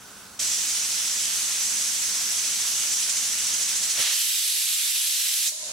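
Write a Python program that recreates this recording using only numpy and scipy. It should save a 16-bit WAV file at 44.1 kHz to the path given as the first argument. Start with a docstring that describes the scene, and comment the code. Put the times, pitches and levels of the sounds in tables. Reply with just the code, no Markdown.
"""A small kitchen, with a stereo microphone close to a pressure cooker on a gas stove.
Over the rumble of the burner, steam first seeps, then hisses hard past the rocking weight valve.
The weight lifts, the vent spits and blows a full, half-whistling jet, then the weight drops back
and rings the lid. The jet is so loud that gain control pushes the burner away until it ends."""
import sys
import numpy as np
from scipy import signal
from scipy.fft import rfft, irfft
from scipy.io import wavfile
from scipy.ndimage import uniform_filter1d

SR = 44100
rng = np.random.default_rng(int(sys.argv[2]) if len(sys.argv) > 2 else 0)


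def dump(signal):
    """Clip the signal to [-1, 1] and save it as 16-bit WAV at the path in sys.argv[1]."""
    limited = np.clip(np.atleast_2d(signal).T, -1, 1)
    pcm = np.round(limited * 32767).astype(np.int16)
    wavfile.write(sys.argv[1], SR, pcm)


N = 252252
TIME, FREQ = np.arange(N) / SR, np.fft.rfftfreq(N, 1 / SR)
# the hiss breaks out; the weight lifts, drops and sits again
HISS_S, LIFT_S, DROP_S, SEAT_S = 0.3912, 3.985, 5.478, 5.535


def gain_of(db):
    """Decibels as a factor."""
    return 10 ** (np.asarray(db) / 20)


def unit_rms(x):
    """Scales x to rms 1."""
    return x / np.sqrt(np.mean(x ** 2) + 1e-20)


def curve(points, hz=FREQ):
    """Interpolates a table along log frequency."""
    point_hz, value = np.transpose(points)
    return np.interp(np.log(hz + 1), np.log(point_hz + 1), value)


def coloured(x, colour, modes=()):
    """Passes x through a broad colour with resonances on it; comes out at rms 1."""
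    lift_db = sum(db / (1 + (2 * (FREQ - hz) / width) ** 2) for hz, width, db in modes)
    return unit_rms(irfft(rfft(x) * gain_of(curve(colour) + lift_db), N))


def turbulence(count=3):
    """Unrelated eddies: by default the core of a plume and its two flanks."""
    return rng.standard_normal((count, N))


def wander(rate_hz):
    """Random drift of rms 1, up to about the given rate."""
    return unit_rms(irfft(rfft(rng.standard_normal(N)) / (1 + (FREQ / rate_hz) ** 4), N))


def droplets(per_s, spread_db):
    """Sparse clicks of uneven size."""
    size = gain_of(spread_db * np.minimum(rng.exponential(1, N), 4))
    return unit_rms(size * rng.choice([-1, 1], N) * (rng.random(N) < per_s / SR))


def swell(peak_s, db, rise_s, fall_s):
    """A gain that rises to one peak and falls away."""
    away = np.maximum((peak_s - TIME) / rise_s, (TIME - peak_s) / fall_s)
    return gain_of(db) * np.exp(-away ** 1.8)


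def release(start_s, db_per_s):
    """A gain that holds until start_s and then fades evenly."""
    return gain_of(-db_per_s * np.maximum(TIME - start_s, 0))


# rumble of the burner under the pot: freq_hz, relative_db
BURNER_COLOUR = [(15, -24), (35, -8), (85, -2.5), (170, -5), (215, -2.5), (268, 0), (315, -8), (400, -4.5),
                 (600, -7), (750, -5.5), (1100, -5), (1500, 0.5), (1800, -12), (4000, -52)]
# mains hum in the kitchen, centred between the channels: pitch_hz, level_db
MAINS_HUM = [(100.5, -74), (199.6, -64)]
def stove(burner_db=-51, width=0.37, flicker_db=0.5):
    """The flame and the boiling pot rumble steadily over a faint hum."""
    mid, side = coloured(turbulence(count=2), BURNER_COLOUR)
    flame = (mid + width * np.array([side, -side])) * gain_of(burner_db + flicker_db * wander(12))
    hum = sum(gain_of(db) * np.sqrt(2) * np.sin(2 * np.pi * hz * TIME + 0.9 * wander(11))
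              for hz, db in MAINS_HUM)
    return flame + hum


# the seeping valve from close by: freq_hz, relative_db
SEEP_COLOUR = [(400, -27), (2000, -6), (3000, -3), (5000, -3), (6000, -1), (7500, -2), (9500, -6),
               (10500, -1.5), (12000, -8), (14000, -15), (15000, -9.5)]
def seep(level_db=-45.5):
    """A faint, steady escape of steam, there before the valve starts to hiss."""
    return coloured(turbulence(), SEEP_COLOUR) * gain_of(level_db)


# the hiss at the gap under the weight: freq_hz, relative_db
HISS_COLOUR = [(133, -49), (400, -22), (800, -17.5), (1300, -11.5), (2000, -6.5), (2900, -3.5), (4600, -2),
               (6000, -5.5), (8200, 0.0), (9300, -1.9), (10900, -3), (12700, -12), (14700, -11.5),
               (15500, -16)]
# resonances of the gap and the hollow weight: centre_hz, width_hz, lift_db
GAP_MODES = [(3080, 100, 1.5), (3390, 31, 4.5), (3970, 94, 0.5), (5070, 510, 2), (5370, 86, 4),
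             (5850, 820, 7.5), (6340, 625, 7.5), (6340, 73, -5.5), (6760, 210, 5), (7120, 33, 9),
             (7310, 114, 3.5), (7400, 55, 3.0), (7700, 107, 3.5), (7870, 430, 2.5), (10300, 240, 3.5),
             (10900, 55, 3), (11200, 35, -6), (11430, 282, 2.7)]
# surges as the gap opens and the weight shifts, lifts and drops: peak_s, level_db, rise_s, fall_s
SURGES = [(0.394, -26.5, 0.002, 0.015), (0.545, -28, 0.025, 0.025), (1.63, -33.5, 0.1, 0.15),
          (2.95, -25.5, 0.094, 0.2), (3.86, -26, 0.049, 0.088), (4.012, -18.5, 0.014, 0.16),
          (4.14, -11.5, 0.065, 0.1), (5.45, -3, 0.091, 0.036), (5.48, 1.5, 0.017, 0.02)]
def hiss(level_db=-26.0, growth_db_per_s=0.07, attack_s=0.0017, spurt_db=-7, wet=0.21):
    """Steam squeezes past the weight with fine droplets, swelling each time the weight rocks."""
    t = TIME - HISS_S
    strength = gain_of(level_db + growth_db_per_s * t) * np.clip(t / attack_s, 0, 1)
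    strength *= release(SEAT_S, db_per_s=118)  # the pressure is spent
    tilt = rocking()
    wet_steam = turbulence() + wet * droplets(per_s=430, spread_db=-0.5)
    steady = coloured(wet_steam, HISS_COLOUR, GAP_MODES) * strength * gain_of(0.5 * tilt)
    # a spurt mostly drives the resonances of the gap, and they follow the tilt most strongly
    spurt_power = (strength * gain_of(spurt_db)) ** 2 + sum(swell(*row) ** 2 for row in SURGES)
    spurt_colour = [(hz, db - 4 * abs(np.log2(hz / 6800))) for hz, db in HISS_COLOUR]
    spurts = coloured(turbulence(), spurt_colour, GAP_MODES) * np.sqrt(spurt_power)
    return steady + spurts * gain_of(5.0 * tilt)


# the low body of a puff, close up: freq_hz, relative_db
PUFF_COLOUR = [(20, -22), (80, -6), (250, -3), (400, -5), (630, 3.5), (780, -25), (2000, -45)]
# puffs at the valve: peak_s, level_db, rise_s, fall_s
PUFFS = [(0.4, -52, 0.0065, 0.046), (3.99, -43, 0.0087, 0.026), (4.12, -51, 0.06, 0.09)]
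def puffs():
    """Steam puffs from under the weight as the gap opens and as the weight lifts."""
    return coloured(turbulence(), PUFF_COLOUR) * sum(swell(*row) for row in PUFFS)


# bouts of the weight rocking on its seat: start_s, length_s, strength (0-1)
ROCKING_BOUTS = [(0.522, 0.77, 0.4), (2.22, 0.56, 0.6), (3.013, 0.99, 0.87)]
def rocking(rock_hz=13.6, ease_s=0.06):
    """Tilt of the weight: it rocks at its own steady rate over a slight, irregular wobble."""
    tilt = 0.27 * wander(rate_hz=8.8)
    for start_s, length_s, strength in ROCKING_BOUTS:
        t = TIME - start_s
        bout = np.clip(np.minimum(t, length_s - t) / ease_s, 0, 1)
        tilt += strength * bout * np.sin(2 * np.pi * rock_hz * t)
    return tilt


# the weight striking the vent pipe: start_s, level_db
KNOCKS = [(3.982, -45), (3.997, -41.5), (5.473, -31), (5.521, -26.5), (5.585, -45)]
# the ring of the lid: pitch_hz, relative_db, t60_s
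LID_MODES = [(360, -9, 0.073), (540, -7, .06), (585, 1, .1), (618, 1, 0.18), (680, -3, 0.069),
             (1005, -3, .06), (1670, -3, 0.13), (1771, -12, .05)]
def weight_knocks(attack_s=0.0007, chatter_db=-63.5):
    """The weight knocks as it lifts and lands, then chatters on its seat; each blow rings the lid."""
    t = TIME[:SR // 2]
    ring = sum(gain_of(db - 60 * t / t60) * np.sin(2 * np.pi * hz * t) for hz, db, t60 in LID_MODES)
    ring *= 1 - np.exp(-t / attack_s)
    settling = (TIME > SEAT_S) * gain_of(chatter_db) * release(SEAT_S, db_per_s=82)
    blows = droplets(per_s=424, spread_db=1.5) * settling
    for start_s, db in KNOCKS:
        blows[round(start_s * SR)] += gain_of(db)
    return signal.fftconvolve(blows, ring)[:N]


def jet_flow(crack_db=-29, full_db=-2.5, open_s=0.23, creep_db_per_s=2):
    """The flow grows from a crack to full, creeps up while the weight floats and shuts as it drops."""
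    t = TIME - LIFT_S
    db = np.interp(t, [0, open_s], [crack_db, full_db]) + creep_db_per_s * np.maximum(t - open_s, 0)
    return (t > 0) * gain_of(db) * release(DROP_S, db_per_s=560)


# the open vent from close by: freq_hz, relative_db
JET_COLOUR = [(133, -48), (400, -39), (700, -31), (1100, -22), (1700, -13.5), (2700, -4), (3800, -0.8),
              (5000, -1.3), (7800, -2.5), (8900, -4), (10000, -1.5), (11700, -1), (13000, -8), (15500, -12)]
# resonances of the gap and the lifted weight: centre_hz, width_hz, lift_db
JET_MODES = [(2380, 51, 1.8), (3860, 36, 2.4), (5430, 47, 2.5), (5360, 40, 2.5), (6000, 390, 2.8),
             (6300, 69, 2.3), (7032, 40, 3), (7480, 94, 4.2), (7500, 71, 3), (7850, 80, 4.5), (8000, 74, 3),
             (8200, 630, 2.6), (8400, 67, 2.5), (9109, 160, 2.6), (9700, 88, 3.2)]
def jet(flutter_db=0.63, wet=0.19):
    """Wet steam rushes from the wide open vent, broader and far louder than the hiss."""
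    wet_steam = turbulence() + wet * droplets(per_s=1100, spread_db=3.0)
    rush = coloured(wet_steam, JET_COLOUR, JET_MODES)
    return rush * jet_flow() * gain_of(flutter_db * wander(rate_hz=71))


# water spitting at the vent: freq_hz, relative_db
SPRAY_COLOUR = [(100, -41), (400, -14), (900, -7.5), (1900, 2), (3200, 7.5), (5000, 5), (10000, -25)]
# its single burst: peak_s, level_db, rise_s, fall_s
SPRAY_SWELL = (4.105, -16, 0.09, 0.08)
def spray():
    """Condensed water sputters out as the vent opens."""
    water = droplets(per_s=600, spread_db=2)
    return coloured(turbulence() + water, SPRAY_COLOUR) * swell(*SPRAY_SWELL)


# the whistle wavering as the lifted weight sways: time_s, pitch_hz, level_db (relative to the jet)
WHISTLE_PATH = [(4.3, 3130, -15), (4.43, 3550, -26), (4.53, 3810, -11), (4.63, 3870, -25),
                (4.82, 3520, -14), (4.92, 3810, -23), (5.15, 4060, -18), (5.33, 3950, -17),
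                (5.43, 4000, -32)]
def whistle(width_hz=170, waver_hz=35):
    """The jet drives eddies at the lip of the weight, which gather in a narrow, breathy band."""
    time_s, hz, db = np.transpose(WHISTLE_PATH)
    pitch_hz = np.interp(TIME, time_s, hz) + waver_hz * wander(rate_hz=20.9)
    cycles = np.cumsum(pitch_hz) / SR
    eddies = np.array([wander(width_hz) + 1j * wander(width_hz) for _ in range(3)])
    band = unit_rms((eddies * np.exp(2j * np.pi * cycles)).real)
    return band * jet_flow() * gain_of(np.interp(TIME, time_s, db))


def swirled(plume, depth_db, patch_s, patch_hz):
    """The plume sways, so patches of its spectrum swell and fade."""
    spectra = signal.stft(plume, nperseg=512)[2]
    hop_s, bin_hz = 256 / SR, SR / 512
    patches = rng.standard_normal(spectra.shape[1:])
    patches = uniform_filter1d(patches, 1 + int(patch_hz / bin_hz), axis=0)
    patches = uniform_filter1d(patches, 1 + int(patch_s / hop_s), axis=1)
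    return signal.istft(spectra * gain_of(depth_db * unit_rms(patches)), nperseg=512)[1][:, :N]


# reverberation of the small kitchen: freq_hz, t60_s
KITCHEN_DECAY = [(200, 0.63), (2000, 0.5), (6500, 0.49), (10000, 0.41), (15000, .25)]
def kitchen(early_db=7.5, early_s=0.021):
    """Echoes at the microphone: strong early ones off lid and wall, then a tail that dies by band."""
    t = np.arange(SR // 2) / SR
    echoes = rng.standard_normal((2, len(t))) * (1 + gain_of(early_db) * np.exp(-t / early_s))
    hz, frame_s, spectra = signal.stft(echoes, SR, nperseg=256)
    spectra *= gain_of(-60 * frame_s / curve(KITCHEN_DECAY, hz)[:, None])
    band_energy = (abs(spectra) ** 2).sum(2, keepdims=True)
    spectra /= np.sqrt(uniform_filter1d(band_energy, size=3, axis=1))
    response = signal.istft(spectra, SR, nperseg=256)[1]
    return response / np.linalg.norm(response, axis=1, keepdims=True)


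# power reaching the microphone straight from the valve: freq_hz, share (0-1)
LEAK_DIRECT = [(300, 0.77), (1500, 0.62), (2300, 0.56), (3000, 0.57), (5900, 0.55), (7000, 0.28),
               (8000, 0.6), (9400, 0.25), (15000, 0.06)]
JET_DIRECT = [(300, 1), (1500, 0.71), (2300, 0.46), (3000, 0.71), (5600, 0.46), (7100, 0.21), (8000, 0.22),
              (9000, 0.39), (10000, 0.4), (15000, 0.36)]
# phase between the two microphone ports: freq_hz, left_lead_rad
LEAK_PHASE = [(1500, 0), (5500, .2), (8500, .9), (10000, 1.9), (15000, 2.2)]
JET_PHASE = [(1500, 0), (5500, .2), (8500, .8), (11500, .7), (15000, 1.1)]
# balance between the ports: freq_hz, left_minus_right_db
PORT_BALANCE = [(50, -3), (700, 1), (1500, -1), (2400, -4.5), (3100, -2.5), (4500, -1.8), (8000, -2),
                (12000, -0.5), (15000, 1.2)]
def at_microphone(plume, room, direct, phase):
    """The core of the plume reaches both ports straight; its flanks arrive by way of the room."""
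    share = np.clip(curve(direct), .02, .98)
    side = np.array([[.5], [-.5]])
    straight = rfft(plume[0]) * np.exp(1j * side * curve(phase))
    echoes = rfft(signal.fftconvolve(plume[1:], room, axes=1)[:, :N])
    ports = np.sqrt(share) * straight + np.sqrt(1 - share) * echoes
    return irfft(ports * gain_of(side * curve(PORT_BALANCE)), N)


def scene():
    """The leaking valve, the open vent and the weight sound in one kitchen, over the stove."""
    room = kitchen()
    leak = (seep() + hiss()) * gain_of(0.53 * wander(rate_hz=65))  # a slight, fast flutter
    leak = swirled(leak, depth_db=0.88, patch_s=0.07, patch_hz=1100)
    vent = swirled(jet() + spray() + whistle(), depth_db=0.87, patch_s=0.091, patch_hz=500)
    vent += weight_knocks() + puffs()
    return (at_microphone(leak, room, LEAK_DIRECT, LEAK_PHASE)
            + at_microphone(vent, room, JET_DIRECT, JET_PHASE) + stove())


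def record(dry, threshold_db=-24.0, ratio=60, recovery_db_per_s=135, attack_s=0.0085, edge_hz=15800):
    """Gain control holds the jet down and recovers quickly after it; a low-pass trims the top."""
    pole = np.exp(-1 / (attack_s * SR))
    smoother = [1 - pole], [1, -pole]
    power_db = 10 * np.log10(signal.lfilter(*smoother, (dry ** 2).mean(0)) + 1e-12)
    recovery_db = TIME * recovery_db_per_s
    held_db = np.maximum.accumulate(power_db + recovery_db) - recovery_db
    over_db = np.maximum(held_db - threshold_db, 0)
    ducked = dry / gain_of((1 - 1 / ratio) * signal.lfilter(*smoother, over_db))
    low_pass = signal.firwin(1023, edge_hz, window=("kaiser", 9), fs=SR)
    return signal.oaconvolve(ducked, low_pass[None], "same")


dry = scene()
out = record(dry)
dump(out)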